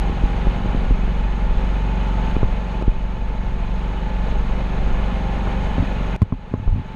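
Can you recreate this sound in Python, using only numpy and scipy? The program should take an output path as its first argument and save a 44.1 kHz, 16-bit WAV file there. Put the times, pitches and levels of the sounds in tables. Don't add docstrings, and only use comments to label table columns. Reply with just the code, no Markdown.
import sys
import numpy as np
from scipy import signal
from scipy.io import wavfile
from scipy.ndimage import uniform_filter1d, minimum_filter1d

SR = 44100
rng = np.random.default_rng(int(sys.argv[2]) if len(sys.argv) > 2 else 0)


def linear_from_db(decibels):
    return 10 ** (np.asarray(decibels, float) / 20)


def file_out(sig):
    cols = np.atleast_2d(sig).T
    lim = np.clip(cols, -1, 1)
    pcm = np.round(lim * 32767).astype(np.int16)
    wavfile.write(sys.argv[1], SR, pcm)


N = 306495

PIPE_LAG_RAD = 18.38


def rms_one(x):
    return x / np.sqrt(np.mean(x ** 2) + 1e-20)


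def in_time(rows):
    s, *columns = np.transpose(rows)
    return [np.interp(np.arange(N) / SR, s, column) for column in columns]


def drift(rate_hz):
    r = np.exp(-80 * np.pi * rate_hz / SR)
    slow = signal.lfilter([1], [1, -2 * r, r * r], rng.standard_normal(N // 40 + 2002))
    slow = slow[2000:]
    return np.interp(np.arange(N) / 40, np.arange(len(slow)), rms_one(slow))


def resonance(x, hz, width_hz):
    r = np.exp(-np.pi * width_hz / SR)
    zeros = np.array([1, 0, -1]) * (1 - r * r) / 2
    poles = [1, -2 * r * np.cos(2 * np.pi * hz / SR), r * r]
    return signal.lfilter(zeros, poles, x)


def ring(push, hz, t60):
    r = linear_from_db(-60 / (t60 * SR))
    w = 2 * np.pi * hz / SR
    return signal.lfilter([0, np.sin(w)], [1, -2 * r * np.cos(w), r * r], push + 1e-18)


def throb(cycles, depth_db, at):
    return linear_from_db(depth_db * np.cos(2 * np.pi * (cycles - at)))


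def thin_tone(cycles, db):
    level = np.sqrt(2) * linear_from_db(db + 1.5 * drift(1.5))
    return level * np.sin(2 * np.pi * cycles + .5 * drift(4.0))


def pushes(s, db, ms, area=False):
    out = np.zeros(N)
    for start, level_db, length_ms in np.broadcast(s, db, ms):
        u = np.arange(0, 1, 1000 / (max(length_ms, .5) * SR))
        push = -linear_from_db(level_db) * np.sin(np.pi * u) ** 2 * (1.3 - u)
        first = round(start * SR)
        out[first:first + len(u)] += push * (2 / len(u) if area else 1)
    return out


# multiple of the firing rate, relative level in dB.
DRONE_ORDERS = [(1, -30), (3, -12), (4, -17), (5, -13), (6, -20.5), (7, -12), (8, -10.5), (9, -19),
                (10, -17), (11, -26), (12, -26), (13, -28)]
OPPOSED_ORDER = 4


def drone(cycles, waver_db, slip_rad):
    out = 0
    for order, db in DRONE_ORDERS:
        sign = -1 if order == OPPOSED_ORDER else 1
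        level = sign * linear_from_db(db + waver_db * drift(8.6))
        phase = 2 * np.pi * order * cycles - PIPE_LAG_RAD / order + slip_rad * drift(6.7)
        out = out + level * np.cos(phase)
    return rms_one(out)


# resonance in Hz, width in Hz, relative level in dB.
PANELS = [(386.4, 9.9, 4.5), (519.5, 20, 2), (631.7, 15, 0.5), (805, 27, 0.5), (861, 35, 4), (990, 33, -25),
          (1440, 4.9, -2.5), (1732, 6.7, 0), (2124, 25, -5.5), (2310, 52, -12.5), (2467, 26, -6.5),
          (2530, 28, -6), (2990, 18, -5), (1283, 11, -3.5), (1686, 6.6, -12), (4000, 150, -17.5)]


def firings(cycles, spread_db, blow_db):
    fired = np.diff(np.floor(cycles), prepend=0) > 0
    pulses = rms_one(fired * linear_from_db(spread_db * rng.standard_normal(N)))
    puff = linear_from_db(blow_db) * throb(cycles, 3.0, 0.0) * rng.standard_normal(N)
    out = 0
    for k, (hz, width_hz, db) in enumerate(PANELS):
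        level = (-1) ** k * linear_from_db(db + 1.4 * drift(3.2))
        out = out + level * resonance(pulses + puff, hz, width_hz)
    return rms_one(out)


# frequency in Hz, relative density in dB per Hz.
RUSH = [(50, -10.5), (90, -13), (135, -18.5), (190, -22), (250, -21), (320, -27.5), (420, -23.5),
        (800, -24.5), (1000, -27.5), (2000, -33.5), (2700, -36), (3200, -39), (3700, -44), (4200, -44),
        (5100, -48), (6000, -56), (7300, -52), (8200, -56), (10200, -70), (12800, -66), (16000, -72)]


def rush(cycles, patchy_db):
    out, together = 0, drift(8.0)
    edges_hz = 45 * 2 ** (np.arange(26) / 3)
    white = rng.standard_normal((2, N))
    f, density_db = np.transpose(RUSH)
    for k, (low, high) in enumerate(zip(edges_hz, edges_hz[1:])):
        band_pass = signal.butter(2, [low, high], "band", fs=SR, output="sos")
        band = signal.sosfilt(band_pass, white[k % 2])
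        db = np.interp(np.log(low * high) / 2, np.log(f), density_db)
        flicker_db = patchy_db * (2.7 * together + 2.7 * drift(39.0))
        out = out + band * linear_from_db(db + flicker_db)
    return rms_one(out * throb(cycles, 0.061, 0.021))


def tappets(cycles):
    hiss = rng.standard_normal(N) * throb(cycles, 1.5, 0.33) * linear_from_db(0.96 * drift(23.0))
    lower = resonance(resonance(hiss, 6490, 610), 6490, 610)
    upper = resonance(hiss, 11300, 870)
    return rms_one(lower + linear_from_db(-21.0) * upper)


# time in seconds, level in dB.
SHAKE = [(0, -21), (.8, -24.5), (1.3, -18.5), (2.3, -20), (3.2, -21.5), (4.2, -19.5), (4.9, -21),
         (5.4, -23), (6.1, -23.5), (6.3, -28), (6.95, -31)]


def shake(cycles):
    level_db = in_time(SHAKE)[0] + .7 * drift(6.0)
    phase = 4 * np.pi * cycles - PIPE_LAG_RAD / 2 + .15 * drift(3.0)
    return np.sqrt(2) * linear_from_db(level_db) * np.cos(phase)


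WHINE_ORDERS = [16, 19, 20, 35, 36]
WHINE_DB = [-45.5, -52, -51.5, -54, -45]


def whine(cycles):
    return sum(thin_tone(k * cycles, db) for k, db in zip(WHINE_ORDERS, WHINE_DB))


# time in seconds, base pitch in Hz, level in dB.
GEARS = [(0, 132, -45.5), (.8, 131, -45.5), (1.15, 128.6, -47), (1.7, 127.6, -46), (2.3, 126.2, -42.5),
         (3.0, 126.6, -45), (4.0, 127.3, -46), (4.6, 128.7, -44), (5.1, 130.9, -43.5), (5.7, 132.2, -44.5),
         (5.9, 129.5, -45), (6.15, 127, -45), (6.95, 125.5, -45)]
GEAR_ORDERS = [3, 4, 6, 7, 8, 11, 23]
GEAR_DB = [-6, -6, -5, 0.0, -6, -9, -18]
GEAR_TILT_DB = [1.2, 1.2, 2.6, -1.4, .3, .7, 1.6]
GEAR_MID_HZ = 129
GEAR_WOBBLE_HZ = .3


def gears():
    pitch_hz, level_db = in_time(GEARS)
    turns = np.cumsum(pitch_hz + GEAR_WOBBLE_HZ * drift(4.0)) / SR
    out = 0
    for k, db, tilt_db in zip(GEAR_ORDERS, GEAR_DB, GEAR_TILT_DB):
        out = out + thin_tone(k * turns, level_db + db + tilt_db * (pitch_hz - GEAR_MID_HZ))
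    return out


# frequency in Hz, relative level in dB, t60 in seconds.
MOUNT = [(97.2, -0.5, 0.059), (172, -9.5, 0.028), (255.7, -12.5, 0.069)]


def bracket(push, upper):
    rung = sum(linear_from_db(db) * ring(upper if k else push, hz, t60)
               for k, (hz, db, t60) in enumerate(MOUNT))
    return -np.roll(rung, round(0.0011 * SR))


# start in seconds, level of the direct push in dB, contact in ms,
# ring of the bracket in dB, its upper modes in dB above that, tick of the case in dB.
KNOCKS = [(0.096, -11.5, 2.4, -35, 11, -30), (0.237, -6, 3.9, -37, 6, -42),
          (0.47, -8.5, 2.3, -27, -5, -25.5), (0.584, -14, 2.7, -18, 2, -30),
          (0.658, -10.5, 2.2, -18, 4, -24), (0.747, -12, 2.2, -17.5, 14.5, -25),
          (0.836, -16, 3.2, -40, 2, -35), (0.908, -6.5, 2.9, -10.5, 7, -30), (2.3657, -4, 2.6, -14, 4, -20),
          (2.4306, -2, 2.4, -3, -9, -14), (2.8124, -29, 1.9, -28, 8, -23), (2.8236, -9, 2.2, -28, 6, -20),
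          (2.879, 2, 3.3, -6, 2, -27), (5.473, -37, 2, -18, -4, -18.5), (5.7813, -9, 2.1, -12, 10, -26),
          (5.7915, -14, 5, -7, 2, -38), (5.8015, -7, 8.0, -6, 0, -37), (5.823, -24, 2.7, -15, 17, -44),
          (6.2186, 13, 4.0, 15.5, -5, 1), (6.2281, 10.5, 5.1, -30, -5, -21), (6.3236, 3, 3.4, 5, 10, -4),
          (6.5392, 5, 2.2, 2, 5, -8), (6.677, -13, 1.8, 2, -12, -14.5)]
# frequency in Hz, relative level in dB, t60 in seconds.
CASE = [(403, -3, 0.034), (513, -10.5, 0.021), (640, -1, 0.012), (810, -9, 0.02), (1060, -4, 0.022),
        (1243, -11.5, 0.016), (1600, -14, 0.0091), (1990, -13, 0.012), (3060, -18, 0.01),
        (4820, -12.5, 0.0035), (6760, -23, 0.006), (10900, -31.5, .004)]
DULLING = 2.6


def knocks():
    s, direct_db, ms, ring_db, upper_db, tick_db = np.transpose(KNOCKS)
    lowest = pushes(s, ring_db, ms, area=True)
    upper = pushes(s, ring_db + upper_db, ms, area=True)
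    out = pushes(s, direct_db, ms) + bracket(lowest, upper)
    for hz, db, t60 in CASE:
        touch = np.zeros(N)
        dulled_db = DULLING * (tick_db - tick_db.max()) * max(np.log2(hz / 1400), 0)
        touch[np.round(s * SR).astype(int)] = -linear_from_db(tick_db + db + dulled_db)
        soft = signal.butter(2, 1.4 * hz, fs=SR, output="sos")
        out += signal.sosfilt(soft, ring(touch, hz, t60))
    return out


# start in seconds, noise level in dB before the band-pass, t60 in seconds.
CRACKS = [(6.2186, -16, .018), (6.2258, -8, .0015)]


def cracks():
    out, length = np.zeros(N), SR // 20
    for s, db, t60 in CRACKS:
        decay_db = db - 60 * np.arange(length) / (t60 * SR)
        out[round(s * SR):][:length] += linear_from_db(decay_db) * rng.standard_normal(length)
    band_pass = signal.butter(1, [1200, 5500], "band", fs=SR, output="sos")
    return signal.sosfilt(band_pass, out)


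# start in seconds, level of the direct push in dB, contact in ms.
JOLTS = [(6.512, -15, 4.5), (6.574, -15, 4.3), (6.597, -12.5, 3.1), (6.625, -13, 5.6), (6.659, -4, 11),
         (6.724, 6, 14.4), (6.742, -8, 5.9), (6.7595, -9, 3.7), (6.704, -6, 12), (6.779, -10.5, 4.7),
         (6.794, -9.5, 4.3)]
JOLT_RING_DB = 9


def jolts():
    s, direct_db, ms = np.transpose(JOLTS)
    push = pushes(s, direct_db + JOLT_RING_DB, ms, area=True)
    return pushes(s, direct_db, ms) + bracket(push, push)


# start in seconds, push on the frame in dB.
BUMPS = [(0.23, -0.5), (0.468, 1), (0.903, 1), (2.809, -13), (2.873, 6), (6.319, 0), (2.4265, -3),
         (6.670, 11), (6.704, 4)]
BUMP_MS, BUMP_DIRECT_DB = 17.3, -11.5
SWAY_HZ, SWAY_T60_S = 33.3, 0.12


def bumps():
    s, db = np.transpose(BUMPS)
    direct = pushes(s, db + BUMP_DIRECT_DB, BUMP_MS)
    return direct - ring(pushes(s, db, BUMP_MS, area=True), SWAY_HZ, SWAY_T60_S)


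# time in seconds, rumble level in dB.
GROUND = [(0.0, -27.5), (0.54, -28), (0.92, -16.5), (1.39, -25.5), (1.53, -14.5), (1.92, -43), (2.29, -23),
          (2.48, -13.5), (2.68, -36), (2.94, -15.5), (3.09, -21.5), (3.65, -20), (3.94, -27.5), (4.47, -17),
          (4.67, -25.5), (4.91, -14.5), (5.1, -27.5), (5.8, -26), (6.1, -26.5), (6.5, -24), (6.95, -27.5)]


def ground():
    band_pass = signal.butter(3, [13, 36], "band", fs=SR, output="sos")
    low = signal.sosfilt(band_pass, rng.standard_normal(N + SR))
    swing = np.sqrt(uniform_filter1d(low ** 2, size=SR // 12))
    return linear_from_db(in_time(GROUND)[0]) * rms_one((low / swing)[SR:])


# time in seconds, firings per second in Hz, load in dB.
ENGINE = [(0, 23.05, -.8), (.4, 23.05, -.8), (.7, 23.3, -.6), (.95, 23.15, -1.5), (1.9, 23.28, -.8),
          (2.3, 23.3, .6), (2.6, 23.45, -.6), (3.2, 23.42, -1.5), (3.9, 23.62, -1.2), (4.6, 23.78, -.4),
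          (4.85, 23.62, 0.0), (5.15, 23.78, 0.0), (5.75, 23.8, .3), (6.0, 23.45, -.4), (6.5, 23.55, 0.0),
          (6.95, 23.6, -1.0)]
DRONE_DB, FIRING_DB, RUSH_DB, TAPPET_DB = -26.5, -38, -29.5, -55
PANEL_LEAD = .37


def scene():
    rate_hz, load_db = in_time(ENGINE)
    cycles = np.cumsum(rate_hz) / SR
    engine = linear_from_db(DRONE_DB) * drone(cycles, waver_db=1.6, slip_rad=.35)
    engine += linear_from_db(FIRING_DB) * firings(cycles + PANEL_LEAD, spread_db=2.0, blow_db=2.0)
    engine += linear_from_db(RUSH_DB) * rush(cycles, patchy_db=0.19)
    engine += linear_from_db(TAPPET_DB) * tappets(cycles)
    tones = shake(cycles) + whine(cycles) + gears()
    impacts = knocks() + cracks() + jolts() + bumps()
    return (linear_from_db(load_db) * engine + tones + impacts + ground())[None]


def band_limit(x):
    return signal.sosfilt(signal.butter(12, 13975, fs=SR, output="sos"), x)


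CEILING_DB, SHARE_CUT = -9.2, .76
LOOK_AHEAD_S, RECOVERY_S = .055, 1.2


def record(dry):
    dull = signal.sosfiltfilt(signal.butter(7, 4400, fs=SR, output="sos"), dry)
    heard = dull + linear_from_db(-6.5) * (dry - dull)
    sensed = signal.sosfilt(signal.butter(2, 70, "high", fs=SR, output="sos"), heard[0])
    level = uniform_filter1d(np.abs(sensed), size=40)
    over_db = np.maximum(20 * np.log10(level + 1e-9) - CEILING_DB, 1e-3)
    ahead = round(LOOK_AHEAD_S * SR)
    coming_db = -minimum_filter1d(-over_db, size=ahead + 1, origin=-(ahead // 2))
    full_db = -minimum_filter1d(-coming_db, size=401, origin=-200)
    coming_db = np.where(coming_db > 1e-3, full_db, coming_db)
    fade = np.arange(N) / (RECOVERY_S * SR)
    excess_db = np.exp(np.maximum.accumulate(np.log(coming_db) + fade) - fade)
    excess_db = uniform_filter1d(excess_db, size=3)
    return band_limit(heard * linear_from_db(-SHARE_CUT * excess_db))


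dry = scene()
out = record(dry)
file_out(out)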